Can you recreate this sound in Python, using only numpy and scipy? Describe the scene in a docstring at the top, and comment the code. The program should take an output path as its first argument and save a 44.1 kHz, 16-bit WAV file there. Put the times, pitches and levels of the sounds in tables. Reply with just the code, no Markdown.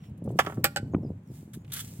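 """A walled farmyard in a light wind. Boots scuff and loose straw rustles; off to the right the head of a
long-handled tool cracks and rings on concrete, then its shaft knocks twice. Gusts rumble and buffet the
microphone, hardest near the middle, while a small bird whistles far away. Last, a fork brushes the straw
and is driven into the heap, snapping and crushing stalks. The walls return a faint echo of the work."""
import sys
import numpy as np
from scipy import signal
from scipy.fft import rfft, irfft
from scipy.io import wavfile

SR = 44100
rng = np.random.default_rng(int(sys.argv[2]) if len(sys.argv) > 2 else 0)


def pcm_store(signal):
    """Save signal as 16-bit PCM."""
    levels = np.round(np.clip(np.atleast_2d(signal), -1, 1) * 32767)
    wavfile.write(sys.argv[1], SR, levels.astype(np.int16).T)


N = 88200
T = np.arange(N) / SR


def knocks(hits, modes, crack_spectrum, snap_gain, snap_treble_db):
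    """Each contact rings the modes by where it lands and adds a crack: bright snap, gritty decay."""
    out = np.zeros((2, N))
    for start, ring_db, crack_db, cutoff_hz, point, t60_share in hits:
        age = np.maximum(T - start, 0)
        ring = np.zeros(N)
        for k, (hz, *levels_db, t60) in enumerate(modes):
            gain = (-1) ** k * from_db(np.interp(point, [0, 1], levels_db))
            ring += gain * decay(start, t60_share * t60) * np.sin(2 * np.pi * hz * age)
        ring *= 1 - np.exp(-age / 0.0005)  # soft onset
        grit = scattered(rng.standard_normal((3, N))) * unit_energy(decay(start, t60_s=0.066))
        snap = rng.standard_normal(N) * unit_energy(decay(start, t60_s=0.011))
        snap = from_right(colour(snap, [(3000, 0.0047), (13000, snap_treble_db)]))
        crack = colour((grit + snap_gain * snap) / np.hypot(1, snap_gain), crack_spectrum)
        out += low_pass(from_db(ring_db) * from_right(ring) + from_db(crack_db) * crack, cutoff_hz)
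    return out


# head contacts: (time [s], ring gain [dB], crack gain [dB], cut-off [Hz], point [0 edge, 1 flat],
# share of free t60 [ratio])
HEAD_HITS = [(.3888, -18, -7, 16080, 0, 0.92), (.3905, -5.5, -1, 16000, 0, 0.41),
             (.3928, -2, -4.5, 2500, 0.19, 0.46), (.4015, -23, -11, 12040, 0, 0.52),
             (.4475, -25.5, -25.5, 2967, 1, 1), (.4632, -29, -17, 6360, 1, 0.82),
             (.4688, -10.5, -16.5, 1460, 0.68, 1), (.4975, -20, -19.5, 1520, 1, 0.47),
             (.5215, -24, -25.5, 1800, 0.96, 1), (.571, -28.5, -31.5, 1096, 0.69, 1)]
# head modes: (frequency [Hz], edge-struck level [dB], flat-struck level [dB], free t60 [s])
HEAD_MODES = [(297, -31.5, -16.5, 0.1), (407, -25.5, -19.5, .13), (583, -28, -27.5, 0.11),
              (770, -13.5, -22.5, .06), (940, -36.5, -24, 0.071), (1135, -14.5, -26, 0.14),
              (1333, -10, -24.5, .11), (1450, -24.5, -31.5, .09), (1733, -11, -35.5, 0.08),
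              (2070, -30, -33, 0.094), (2970, -18, -43, .045), (3600, -29.5, -40.5, .07)]
# head crack spectrum: (frequency [Hz], gain [dB])
HEAD_CRACK = [(150, -2.5), (450, 13.5), (780, 22), (1400, 20), (2500, 13), (3450, 13.5), (4050, -5.5),
              (4800, 6), (6500, 2), (11000, -3.5), (15500, -2.5)]

def tool_head():
    """The head clatters on concrete, ringing more briefly when pressed down."""
    return knocks(HEAD_HITS, HEAD_MODES, HEAD_CRACK, snap_gain=0.29, snap_treble_db=5.5)


# shaft contacts: (time [s], ring gain [dB], crack gain [dB], cut-off [Hz], point [0 end, 1 side],
# share of free t60 [ratio])
SHAFT_HITS = [(.6392, -34.5, -21, 12000, 0, .6), (.6425, -3.5, 1.5, 19850, 0.13, 0.89),
              (.6485, -3, -8, 2530, 0, 1), (.6525, -14.5, -4, 10960, 0, 0.54),
              (.7612, -9, -7.5, 7810, 0.99, 1), (.7703, -11.5, -11.5, 8290, 1, 0.27)]
# shaft modes: (frequency [Hz], end-struck level [dB], side-struck level [dB], free t60 [s])
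SHAFT_MODES = [(343, -36.5, -36.5, 0.12), (571, -19, -21.5, 0.097), (808, -27, -17.5, 0.098),
               (1164, -19.5, -45.5, 0.05), (1410, -21, -28.5, 0.13), (1520, -32.5, -14, 0.089),
               (1646, -22.5, -32.5, .041), (1900, -25.5, -25.5, .033), (2410, -21.5, -49.5, .09),
               (2729, -29.5, -41, .075), (2994, -39, -18, .04), (8040, -26.5, -20, .007),
               (12900, -26, -44.5, .012)]
# shaft crack spectrum: (frequency [Hz], gain [dB])
SHAFT_CRACK = [(150, -11), (500, 16.5), (1000, -5), (1400, 16.5), (2300, 12.5), (3600, 6.5), (4700, 9),
               (6500, -1), (7900, 11.5), (9500, -1.5), (12200, 5), (14200, 6), (15500, -0.5)]

def tool_shaft():
    """The shaft knocks on its end, then on its side, rebounding each time."""
    return knocks(SHAFT_HITS, SHAFT_MODES, SHAFT_CRACK, snap_gain=0.61, snap_treble_db=7)


# faint ticks, then tine stabs: (time [s], force [dB], hold [s], stalk pitch [Hz], crush re snaps [dB])
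STABS = [(0.174, -59.5, 0.0023, 11600, -17), (0.24, -55.5, .003, 9200, -26), (0.291, -56, 0.0027, 7100, -7),
         (0.309, -59, 0.0052, 8100, -24), (1.533, -47, .004, 8200, -3.5), (1.538, -48, 0.0087, 11800, -4.5),
         (1.7196, -28.5, 0.0034, 3770, -13.5), (1.7321, -27, 0.0048, 12800, -13),
         (1.746, -45.5, 0.013, 3930, 3.5), (1.7615, -34, 0.0042, 10300, -2.5), (1.769, -42, 0.012, 1520, 0),
         (1.791, -28.5, .002, 7670, -8), (1.8015, -33, 0.003, 3380, -7)]
# breaking straw spectrum: (frequency [Hz], gain [dB])
SNAP_SPECTRUM = [(400, -27.5), (1300, -18), (2600, -8), (3350, 0.5), (4700, -3.5), (7000, 3), (10000, 4.5),
                 (15500, 0)]
# crushed straw spectrum: (frequency [Hz], gain [dB])
CRUSH_SPECTRUM = [(400, -19.5), (1100, -8.5), (1500, 1), (2000, -5.5), (2700, -6.5), (3400, -1),
                  (5000, -9.5), (15500, -26)]

def straw_crunch():
    """Each stab snaps dry stalks, rings one of them and crushes the packed straw beneath."""
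    rise_s, t60_s = 0.0015, 0.062
    snaps = crackle(SNAP_SPECTRUM, per_s=8000, spread_db=2.5)
    snaps += from_db(-3) * crackle(SNAP_SPECTRUM, per_s=900, spread_db=3)  # single stalks
    snaps = unit_rms(snaps * from_db(3 * drift(220)))  # stalks give way in bunches
    crush = crackle(CRUSH_SPECTRUM, per_s=3000, spread_db=3)
    out = np.zeros((2, N))
    for start, force_db, hold_s, stalk_hz, crush_db in STABS:
        attack = np.clip((T - start) / rise_s, 0, 1)
        release = from_db(-60 * np.clip((T - start - hold_s) / t60_s, 0, 4))
        ring = unit_rms(signal.lfilter(*signal.iirpeak(stalk_hz, Q=7, fs=SR), snaps))
        crunch = (snaps + from_db(-7.5) * ring + from_db(crush_db) * crush) / 2
        out += from_db(force_db) * attack * release * crunch
    return out


# sliding envelope: (time [s], level [dB])
SLIDE_LEVEL = [(0, -81), (.05, -68.5), (.13, -83), (.22, -103.5), (.31, -89), (.38, -61), (.47, -56),
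               (.55, -62.5), (.62, -77.5), (1.24, -82), (1.35, -59), (1.40, -62.5), (1.51, -76),
               (1.57, -69.5), (1.65, -83), (1.71, -63), (1.77, -44), (1.86, -51.5), (2, -58)]
# sliding stalk spectrum: (frequency [Hz], gain [dB])
SLIDE_SPECTRUM = [(500, -5.5), (1200, -7.5), (3000, -2.5), (5000, -3), (7500, 3.5), (11000, -2),
                  (15500, -0.5)]

def straw_slide():
    """Loose stalks hiss and tick as they slide."""
    hiss = crackle(SLIDE_SPECTRUM, per_s=12000, spread_db=4.5)
    ticks = crackle(SLIDE_SPECTRUM, per_s=230, spread_db=4.5)
    return from_db(curve(T, SLIDE_LEVEL)) * (hiss + from_db(-4) * ticks)


# boot scuffs: (time [s], level [dB], t60 [s])
SCUFFS = [(.005, -70, 0.99), (0.037, -59.5, 0.099), (0.29, -62, 0.057), (1.648, -57, 0.043),
          (1.679, -58.5, 0.048), (1.70, -58.5, 0.19)]
# rasp spectrum: (frequency [Hz], gain [dB])
SCUFF_SPECTRUM = [(500, -11.5), (1500, -3), (2900, 2.5), (5000, -13), (9000, -16.5), (15500, -24)]

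def boots():
    """Boots rasp on dry litter."""
    envelope = sum(from_db(db) * decay(start, t60) for start, db, t60 in SCUFFS)
    return envelope * crackle(SCUFF_SPECTRUM, per_s=1800, spread_db=3)


# eddies: (time [s], strength [dB], pitch [Hz])
BUFFETS = [(0.114, -25, 138), (0.221, -23.5, 290), (0.251, -27, 270), (0.277, -23.5, 456),
           (.305, -22.5, 336), (0.323, -25, 313), (0.356, -26.5, 343), (0.58, -17.5, 158),
           (0.592, -25.5, 261), (0.72, -31, 215), (0.797, -26.5, 200), (0.829, -18, 113), (0.937, -19, 337),
           (0.9477, -8, 297), (0.965, -14.5, 175.7), (.982, -22.5, 279), (1.034, -24, 330.6),
           (1.049, -19, 183), (1.064, -27, 232), (1.104, -22, 250), (1.301, -34, 332),
           (1.316, -33.5, 260.5), (1.429, -33.5, 264), (1.477, -34, 239), (1.559, -34, 173),
           (1.572, -25, 172), (1.644, -44, 327), (1.842, -32, 168), (1.99, -26.5, 145)]

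def buffets():
    """An eddy hits the microphone: a damped thump and a turbulent puff, brighter the harder it hits."""
    t60_cycles, puff_s, puff_hz = 5.34, 0.0019, 700
    octaves_per_db, reference_db = 0.11, -23.5
    out = np.zeros(N)
    for start, db, hz in BUFFETS:
        thump = decay(start, t60_cycles / hz) * np.sin(2 * np.pi * hz * (T - start))
        thump = low_pass(thump, 2.15 * hz, order=3)
        puff = rng.standard_normal(N) * np.exp(-np.abs(T - start) / puff_s)
        puff = low_pass(puff, puff_hz) * np.sqrt(SR / 2 / puff_hz)  # power made up
        reach_hz = 2.52 * hz * 2 ** (octaves_per_db * (db - reference_db))
        out += from_db(db) * (thump + from_db(-12) * low_pass(puff, reach_hz, order=5))
    return high_pass(out, hz=74, order=3)


# gust envelope: (time [s], level [dB])
GUSTS = [(0, -44.5), (.17, -43.5), (.27, -32), (.36, -36.5), (.45, -40.5), (.55, -41), (.6, -30),
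         (.68, -41.5), (.76, -43.5), (.84, -37), (.89, -36.5), (.97, -34.5), (1.09, -36.5), (1.17, -43),
         (1.24, -49.5), (1.33, -43), (1.41, -46.5), (1.52, -47.5), (1.56, -44), (1.63, -47.5), (2, -44)]
# rumble spectrum: (frequency [Hz], gain [dB])
RUMBLE_SPECTRUM = [(20, -32.5), (40, -40), (65, -10.5), (100, 1), (140, 1), (210, -4.5), (330, -19),
                   (500, -28.5), (1000, -39.5), (2000, -90.5)]
# flutter spectrum: (frequency [Hz], gain [dB])
FLUTTER_SPECTRUM = [(100, -15), (220, 3.5), (350, 4.5), (550, -4), (850, -20), (1300, -35.5), (3000, -46)]

def wind():
    """Lumpy rumble at the microphone, alike on both sides; flutter grows faster than the gust."""
    flutter_growth, reference_db = 1.93, -32.5
    gust_db = curve(T, GUSTS)
    rumble = from_db(gust_db + 1.5 * drift(15)) * noise(RUMBLE_SPECTRUM)
    flutter_db = -47 + flutter_growth * (gust_db - reference_db) + 4.5 * drift(71)
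    return rumble + from_db(flutter_db) * noise(FLUTTER_SPECTRUM)


# whistles: (time [s], length [s], start pitch [Hz], middle pitch [Hz], end pitch [Hz], level [dB])
WHISTLES = [(-.02, 0.12, 5900, 5530, 5500, -73), (0.92, 0.031, 6900, 6570, 5640, -66.5),
            (1.025, 0.07, 5690, 4970, 5120, -72.5), (1.245, .09, 6370, 5350, 4810, -77),
            (1.567, 0.087, 6200, 6860, 6600, -77)]

def bird():
    """Thin, warbling whistles, each curving through three pitches."""
    warble_hz, tremor_db = 80, 3
    out = np.zeros(N)
    for start, length_s, *pitches_hz, db in WHISTLES:
        progress = np.clip((T - start) / length_s, 0, 1)
        glide_hz = np.polyval(np.polyfit([0, .5, 1], pitches_hz, 2), progress)
        hz = glide_hz + warble_hz * drift(410)
        envelope = from_db(db + tremor_db * drift(80)) * np.sqrt(np.abs(np.sin(np.pi * progress)))
        out += envelope * np.sin(2 * np.pi * np.cumsum(hz) / SR)
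    return out


# distant air spectrum: (frequency [Hz], gain [dB])
AIR_SPECTRUM = [(100, -18), (500, 3.5), (1000, -1), (2500, -9), (5000, -25), (7500, -20.5), (11000, -36.5),
                (15500, -33)]

def air():
    """A steady distant hush, independent on each side."""
    return from_db(-68) * noise(AIR_SPECTRUM, shape=(2, N))


# ground and near-wall reflections: (delay [s], gain [dB])
BOUNCES = [(.0024, -13.5), (.0052, -11.5), (.011, -18)]

def bounced(x):
    """First reflections add to the sound and comb it."""
    return x + sum(from_db(db) * np.pad(x, ((0, 0), (int(s * SR), 0)))[:, :N] for s, db in BOUNCES)


# echo spectrum: (frequency [Hz], gain [dB])
ECHO_SPECTRUM = [(200, -27.5), (700, -24.5), (1400, -25.5), (4000, -24.5), (8000, -27.5), (15000, -34)]

def yard_echo(x):
    """A faint diffuse echo from walls and sheds; its top dies slightly sooner."""
    delay_s, split_hz = 0.016, 12000
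    white = rng.standard_normal((2, N))
    dull = low_pass(white, split_hz) * decay(delay_s, t60_s=0.36)
    bright = high_pass(white, split_hz) * decay(delay_s, t60_s=0.35)
    echo = signal.fftconvolve(x, unit_energy(dull - bright), axes=1)[:, :N]
    return colour(echo, ECHO_SPECTRUM)


# left minus right: (frequency [Hz], level [dB])
SHADOW = [(100, 0), (800, 0), (1200, -5), (2700, -5.3), (3800, -.5), (15000, -.7)]

def shadowed(x):
    """Sound from the right is weaker on the left, mostly at 1-3 kHz."""
    left = colour(x[0], [(hz, db / 2) for hz, db in SHADOW])
    right = colour(x[1], [(hz, -db / 2) for hz, db in SHADOW])
    return np.array([left, right])


# left-side delay: (frequency [Hz], lag [s])
LEFT_LAG = [(700, .00004), (1200, .000125), (4000, .000115), (7800, .00013), (12500, .000098),
            (15000, .000072)]

def from_right(x, lag_share=1):
    """Sound reaches the left side later, least so in the bass."""
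    hz = np.arange(N // 2 + 1) * SR / N
    lag_s = lag_share * curve(hz, LEFT_LAG)
    return np.array([irfft(rfft(x) * np.exp(-2j * np.pi * hz * lag_s), N), x])


def scattered(noises, lag_share=1, diffuse_share=0.48):
    """Three noises form a direct part and a diffuse part that is wide only above the bass."""
    direct, mid, side = noises
    side = high_pass(side, hz=1400)
    diffuse = np.sqrt(diffuse_share / 2) * np.array([mid + side, mid - side])
    return np.sqrt(1 - diffuse_share) * from_right(direct, lag_share) + diffuse


def crackle(spectrum, per_s, spread_db):
    """A stream of tiny snaps of uneven size, nearer the centre than the tool."""
    sizes = from_db(spread_db * np.minimum(rng.exponential(1, (3, N)), 5))
    signs = rng.choice([-1, 1], (3, N))
    clicks = sizes * signs * (rng.random((3, N)) < per_s / SR)
    return unit_rms(colour(scattered(clicks, lag_share=0.69), spectrum))


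def colour(x, points):
    """Minimum-phase filter through (frequency [Hz], gain [dB]) points."""
    size = 2 ** 17
    hz, db = np.transpose(points)
    bins_hz = np.arange(size // 2 + 1) * SR / size
    gain = from_db(np.interp(np.log(bins_hz + 1), np.log(hz), db))
    cepstrum = irfft(np.log(gain))
    cepstrum[1:size // 2] *= 2
    cepstrum[size // 2 + 1:] = 0
    return irfft(rfft(x, size) * np.exp(rfft(cepstrum)))[..., :N]


def noise(spectrum, shape=N):
    """Coloured noise, unit RMS."""
    return unit_rms(colour(rng.standard_normal(shape), spectrum))


def drift(hz):
    """Random wander below hz, unit RMS."""
    return unit_rms(low_pass(rng.standard_normal(2 * N), hz)[N:])


def decay(start_s, t60_s):
    """Exponential decay from start_s."""
    return (T >= start_s) * from_db(-60 * np.clip(T - start_s, 0, 4 * t60_s) / t60_s)


def low_pass(x, hz, order=2):
    return signal.sosfilt(signal.butter(order, hz, fs=SR, output="sos"), x + 1e-18)


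def high_pass(x, hz, order=2):
    return signal.sosfilt(signal.butter(order, hz, "high", fs=SR, output="sos"), x)


def curve(x, points):
    return np.interp(x, *np.transpose(points))


def from_db(db):
    return 10 ** (np.asarray(db) / 20)


def unit_rms(x):
    return x / np.sqrt(np.mean(x ** 2) + 1e-20)


def unit_energy(x):
    return x / np.sqrt(np.sum(x ** 2, axis=-1, keepdims=True) + 1e-20)


def scene():
    """Tool, straw and boots to the right in the yard, with wind, bird and distant air."""
    work = tool_head() + tool_shaft() + bounced(straw_crunch() + straw_slide()) + boots()
    return shadowed(work + yard_echo(work)) + air() + wind() + buffets() + bird()


def record(dry):
    """Steep low-pass at 16.1 kHz."""
    return signal.sosfilt(signal.ellip(10, .1, 80, 16100, fs=SR, output="sos"), dry)


dry = scene()
out = record(dry)
pcm_store(out)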